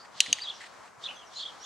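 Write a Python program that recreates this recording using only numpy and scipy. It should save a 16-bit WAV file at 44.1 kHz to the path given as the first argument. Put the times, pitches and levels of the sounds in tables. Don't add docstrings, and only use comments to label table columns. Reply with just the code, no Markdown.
import sys
import numpy as np
from scipy import signal
from scipy.fft import rfft, irfft, next_fast_len
from scipy.io import wavfile
from scipy.ndimage import map_coordinates

SR = 44100
rng = np.random.default_rng(int(sys.argv[2]) if len(sys.argv) > 2 else 0)


def wav_record(signal):
    frames = np.transpose(np.atleast_2d(signal))
    bounded = np.clip(frames, -1, 1)
    quanta = np.round(bounded * 32767).astype(np.int16)
    wavfile.write(sys.argv[1], SR, quanta)


N = 72765


def amp(db):
    return 10 ** (np.asarray(db) / 20)


def unit(x):
    return x / np.sqrt(np.mean(x ** 2) + 1e-20)


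def along(points, hz):
    freqs, values = np.transpose(points)
    return np.interp(np.log(hz + 1), np.log(freqs + 1), values)


def since(start_s):
    return np.maximum(np.arange(N) / SR - start_s, 0)


def gate(start_s, end_s, edge_s):
    t = since(0)
    inside_s = np.minimum(t - start_s, end_s - t)
    return np.sin(np.pi / 2 * np.clip(inside_s / edge_s + .5, 0, 1)) ** 2


def swell(t, peak_s, shape):
    return (t / peak_s * np.exp(1 - t / peak_s)) ** shape


def wobble(rate):
    return map_coordinates(rng.standard_normal(N // 8), [np.arange(N) * rate / SR], mode="mirror")


def ring(t, modes):
    return sum(amp(db - 60 * t / t60) * np.sin(2 * np.pi * hz * t) for hz, db, t60 in modes)


def filtered(x, response):
    size = next_fast_len(N + SR // 2)
    return irfft(rfft(x, size) * response(np.fft.rfftfreq(size, 1 / SR)), size)[..., :N]


def high_pass(x, hz, order=2):
    return signal.sosfilt(signal.butter(order, hz, "high", fs=SR, output="sos"), x)


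def noise(spectrum):
    return unit(filtered(rng.standard_normal(N), lambda hz: amp(along(spectrum, hz))))


def pan(left_db):
    return amp([[left_db], [-left_db]])


def scatter(x, t60s, spread=0.38):
    hz, t, bands = signal.stft(rng.standard_normal((2, SR * 3 // 4)), SR, nperseg=128)
    decay = amp(-60 * t / along(t60s, hz)[:, None])
    mid, side = signal.istft(bands * decay, SR, nperseg=128)[1]
    tail = np.array([mid + spread * side, mid - spread * side])
    return signal.fftconvolve(x[None], tail / np.linalg.norm(tail[0]), axes=1)[:, :N]


# frequency_hz, correlation
STEREO_LIKENESS = [(30, -0.99), (70, 0.066), (130, -0.13), (250, -0.23), (500, 0.2), (1000, 0.76),
                   (3000, 0.71), (10000, .5)]

def wide_noise(spectrum):
    def mid_side_gains(hz):
        angle = np.arccos(np.clip(along(STEREO_LIKENESS, hz), -1, 1)) / 2
        return amp(along(spectrum, hz)) * [np.cos(angle), np.sin(angle)]
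    mid, side = filtered(rng.standard_normal((2, N)), mid_side_gains)
    return unit(np.array([mid + side, mid - side]))


# frequency_hz, relative_db
WIND_SPECTRUM = [(15, -9), (35, -20), (80, -7), (130, -16), (300, -7), (1000, -28)]

def breeze(level_db=-71.5, gust_db=1.8):
    rumble = amp(level_db + gust_db * wobble(8.3)) * noise(WIND_SPECTRUM)
    return rumble * np.array([[1], [-1]])


# frequency_hz, relative_db
TRAFFIC_SPECTRUM = [(20, -52), (50, -19), (100, -14.5), (200, -10), (330, -11.5), (500, -7.5), (780, -4),
                    (1150, -3.5), (1550, -8), (2300, -14.5), (3500, -26.5), (6000, -21), (8000, -25.5),
                    (11000, -36), (16000, -50)]

def traffic(level_db=-51.5, sway_db=0.94):
    return amp(level_db - sway_db * wobble(8.4)) * wide_noise(TRAFFIC_SPECTRUM) * pan(left_db=1)


# time_s, level_db
CHATTER_LEVELS = [(0, -62), (.1, -70.5), (.18, -48.5), (.58, -55), (.7, -60), (.98, -75), (1.04, -46),
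                  (1.08, -55.5), (1.19, -63), (1.29, -66), (1.34, -50), (1.4, -47), (1.5, -56.5),
                  (1.58, -60), (1.65, -51)]
# frequency_hz, relative_db
CHATTER_SPECTRUM = [(1500, -56), (3000, 3), (4300, 3.5), (5500, -1.5), (6800, -4.5), (8500, -14),
                    (14000, -54.5)]

def distant_chatter():
    level_db = np.interp(since(0), *np.transpose(CHATTER_LEVELS))
    return amp(level_db) * wide_noise(CHATTER_SPECTRUM)


# [(time_s, pitch_hz, level_db)]
SPARROW_SYLLABLES = [ (0.042, 2.5, [(0, 4726, -55), (.04, 4620, -60)]), (0.017, -5, [(.288, 3400, -42),
                     (.297, 3046, -41.5), (.31, 3350, -52)]), (0.0057, -8, [(.404, 3670, -38),
                     (.413, 4327, -52), (.418, 4670, -34), (.433, 4720, -39.5), (.44, 3810, -39),
                     (.454, 3870, -37.5), (.464, 3285, -37.5)]), (0.013, -7.5, [(.471, 3210, -40.5),
                     (.483, 3305, -30), (.491, 3540, -35), (.495, 4264, -40), (.501, 3317, -31),
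                     (.509, 3504, -40), (.518, 2910, -41.5)]), (0.014, -8, [(1.029, 3220, -64),
                     (1.034, 4920, -57), (1.038, 6400, -55)]), (0.0147, -9, [(1.036, 2890, -55),
                     (1.041, 3710, -31.5), (1.048, 3616, -39), (1.052, 4070, -36), (1.064, 3260, -32.5),
                     (1.069, 3710, -34), (1.076, 2600, -48)]), (0.0067, -12, [(1.063, 3940, -40.5),
                     (1.069, 4140, -39), (1.077, 3960, -56)]), (0.0295, -2, [(1.08, 2480, -43.5),
                     (1.091, 2957, -35.5), (1.101, 2883, -41.5), (1.111, 2460, -39)]),
                     (0.033, -5.5, [(1.358, 3946, -42), (1.37, 4150, -38.5), (1.392, 4450, -44),
                     (1.401, 3850, -35.5), (1.423, 4750, -45), (1.43, 3690, -34), (1.444, 3160, -42)]),
                     (0.036, 2, [(1.385, 3620, -41.5), (1.41, 3300, -41), (1.428, 3530, -50)]),
                     (0.016, 2.5, [(1.35, 6800, -58), (1.372, 6810, -53), (1.42, 6950, -68)]),
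                     (0.011, -4.5, [(1.454, 3200, -35.5), (1.465, 3426, -36), (1.475, 4050, -50),
                     (1.483, 3350, -39), (1.502, 2960, -51.5)]), (0.0436, 1, [(.53, 5200, -57),
                     (.553, 5900, -55), (.572, 5250, -53)]), (.03, 5, [(1.14, 5950, -69),
                     (1.155, 6300, -58), (1.185, 6100, -67)]), (0.037, 1, [(1.15, 3500, -56),
                     (1.185, 3376, -53.5), (1.235, 2764, -56.5)]), (0.0147, 0, [(1.25, 6370, -64),
                     (1.272, 5580, -59), (1.285, 6000, -64)]), (0.033, -0.5, [(1.602, 5600, -55.5),
                     (1.63, 5790, -46.5), (1.646, 6870, -48.5)]), (.015, -6, [(1.638, 3200, -52),
                     (1.65, 3650, -40.5)])]

def sparrows(warble_rate=600, flutter_db=2.5, octave_db=-33, bush_t60_s=0.2):
    t, song, into_bushes = since(0), np.zeros(N), np.zeros(N)
    for warble_share, reverb_db, contour in SPARROW_SYLLABLES:
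        times, hz, db = np.transpose(contour)
        pitch_hz = np.interp(t, times, hz) * (1 + warble_share * wobble(warble_rate))
        phase = 2 * np.pi * np.cumsum(pitch_hz) / SR
        level = amp(np.interp(t, times, db) + flutter_db * wobble(warble_rate))
        level *= gate(times[0], times[-1], edge_s=0.00075)
        note = level * (np.sin(phase) + amp(octave_db) * np.sin(2 * phase))
        song += note
        into_bushes += amp(reverb_db) * note
    return song + scatter(into_bushes, [(1000, bush_t60_s)])


# start_s, pitch_hz, level_db
FOOTFALLS = [(.155, 155, -56.5), (0.431, 85, -60.5), (0.789, 89.5, -67), (0.978, 126, -56)]
# start_s, length_s, level_db
GRASS_SWISHES = [(0.048, 0.011, -51), (0.162, 0.18, -56), (0.421, 0.031, -49.5), (.605, 0.069, -47.5),
                 (0.833, 0.056, -57)]
# frequency_hz, relative_db
GRASS_SPECTRUM = [(600, -36), (1400, -3), (1850, 7.5), (2400, -2.5), (4000, -5), (6000, -13), (8200, -9),
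                  (11000, -30.5), (15000, -40)]

def dog_in_grass(thud_peak_s=.007, rustle_db=2.4):
    thuds = np.zeros(N)
    for start_s, hz, db in FOOTFALLS:
        t = since(start_s)
        thuds += amp(db) * swell(t, thud_peak_s, shape=2.4) * np.sin(2 * np.pi * hz * t)
    brushing = sum(amp(db) * gate(start_s, start_s + length_s, edge_s=0.015)
                   for start_s, length_s, db in GRASS_SWISHES)
    return thuds + brushing * amp(rustle_db * wobble(130)) * wide_noise(GRASS_SPECTRUM)


# start_s, strength_db
PAW_STRIKES = [(0.283, -48.5), (0.296, -44.5), (0.306, -67), (0.317, -49)]
# pitch_hz, relative_db, t60_s
BOX_MODES = [(125, -6, 0.09), (196, -5, 0.08), (270, 1.5, 0.093), (485, -1.5, 0.046), (694, -8, 0.035)]

def dog_on_box():
    knocks = sum(amp(db) * ring(since(start_s), BOX_MODES) for start_s, db in PAW_STRIKES)
    return high_pass(knocks, hz=110)


# delay_s, relative_db
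WALL_ECHOES = [(0.0575, -22), (0.0641, -25)]
# frequency_hz, gain_db
WALL_RESPONSE = [(1000, -17), (2000, 24), (2800, -9), (4500, 0), (7000, -14), (12000, -12)]

def house_wall(snap):
    def response(hz):
        echoes = sum(amp(db) * np.exp(-2j * np.pi * hz * delay_s) for delay_s, db in WALL_ECHOES)
        return amp(along(WALL_RESPONSE, hz)) * echoes
    return filtered(snap, response)


# frequency_hz, gain_db
HEDGE_RESPONSE = [(2000, 8), (2900, -6), (3700, 10.5), (5000, -5), (6500, -3), (9000, 3.5), (12000, -6)]
# frequency_hz, t60_s
GARDEN_DECAY = [(300, 0.19), (2500, 1), (6500, 0.43), (12000, 0.48)]

def hedges(snap, near_db=-9, near_t60_s=0.029, far_db=-17):
    spill = filtered(snap, lambda hz: amp(along(HEDGE_RESPONSE, hz)))
    near = amp(near_db) * scatter(spill, [(1000, near_t60_s)])
    far = amp(far_db) * scatter(spill, GARDEN_DECAY)
    return near + far


TONGUE_PITCHES = [1840, 2660, 3080, 3765, 4190, 4645, 5075, 5660, 5880, 6455, 7100, 7780, 8840, 9280, 11550,
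                  14100]
# pressed_db, released_db, t60_s
TONGUE_MODES = [(-15.5, -14, 0.012), (-23, -20, 0.017), (-25, -10, 0.013), (-28, -14, 0.024),
                (-4.5, -19, 0.029), (-6, -3, 0.022), (-3, -37, 0.012), (1.5, -17, 0.0098), (-8, -3, 0.02),
                (2.5, 7, .013), (0, -25, 0.012), (-9.5, -15, 0.021), (-18, -14, 0.017), (-5, -38, 0.0094),
                (-15, -15, 0.0054), (-29, -33, 0.0067)]

def steel_tongue(t, released, attack_s=.00015):
    modes = [(hz, released_db if released else pressed_db, t60_s)
             for hz, (pressed_db, released_db, t60_s) in zip(TONGUE_PITCHES, TONGUE_MODES)]
    return ring(t, modes) * (1 - np.exp(-t / attack_s))


# start_s, steel_db, case_db, crack_db, released (0 or 1)
CLICKER_SNAPS = [(0.2042, -10, -5.5, -22, 0), (0.3281, -13.5, -11, -20.5, 1)]
# frequency_hz, relative_db
CRACK_SPECTRUM = [(300, -55), (1200, -38), (1700, -27), (2500, -1), (7000, 13), (9500, -15), (12000, -21),
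                  (15000, -28)]

def clicker(case_hz=2924, case_peak_s=0.00093, crack_t60_s=0.014):
    clicks = np.zeros((2, N))
    for start_s, steel_db, case_db, crack_db, released in CLICKER_SNAPS:
        t = since(start_s)
        steel = amp(steel_db) * steel_tongue(t, released)
        case = amp(case_db) * swell(t, case_peak_s, shape=2.24) * np.sin(2 * np.pi * case_hz * t)
        crack = amp(crack_db - 60 * t / crack_t60_s) * (t > 0) * noise(CRACK_SPECTRUM)
        snap = high_pass(steel + case + crack, hz=1590, order=4)
        clicks += snap + house_wall(snap) + hedges(snap)
    return clicks * pan(left_db=0.4)


def scene():
    return clicker() + sparrows() + distant_chatter() + dog_on_box() + dog_in_grass() + traffic() + breeze()


def record(dry):
    return filtered(np.clip(dry, -1, 1), lambda hz: hz < 16100)


dry = scene()
out = record(dry)
wav_record(out)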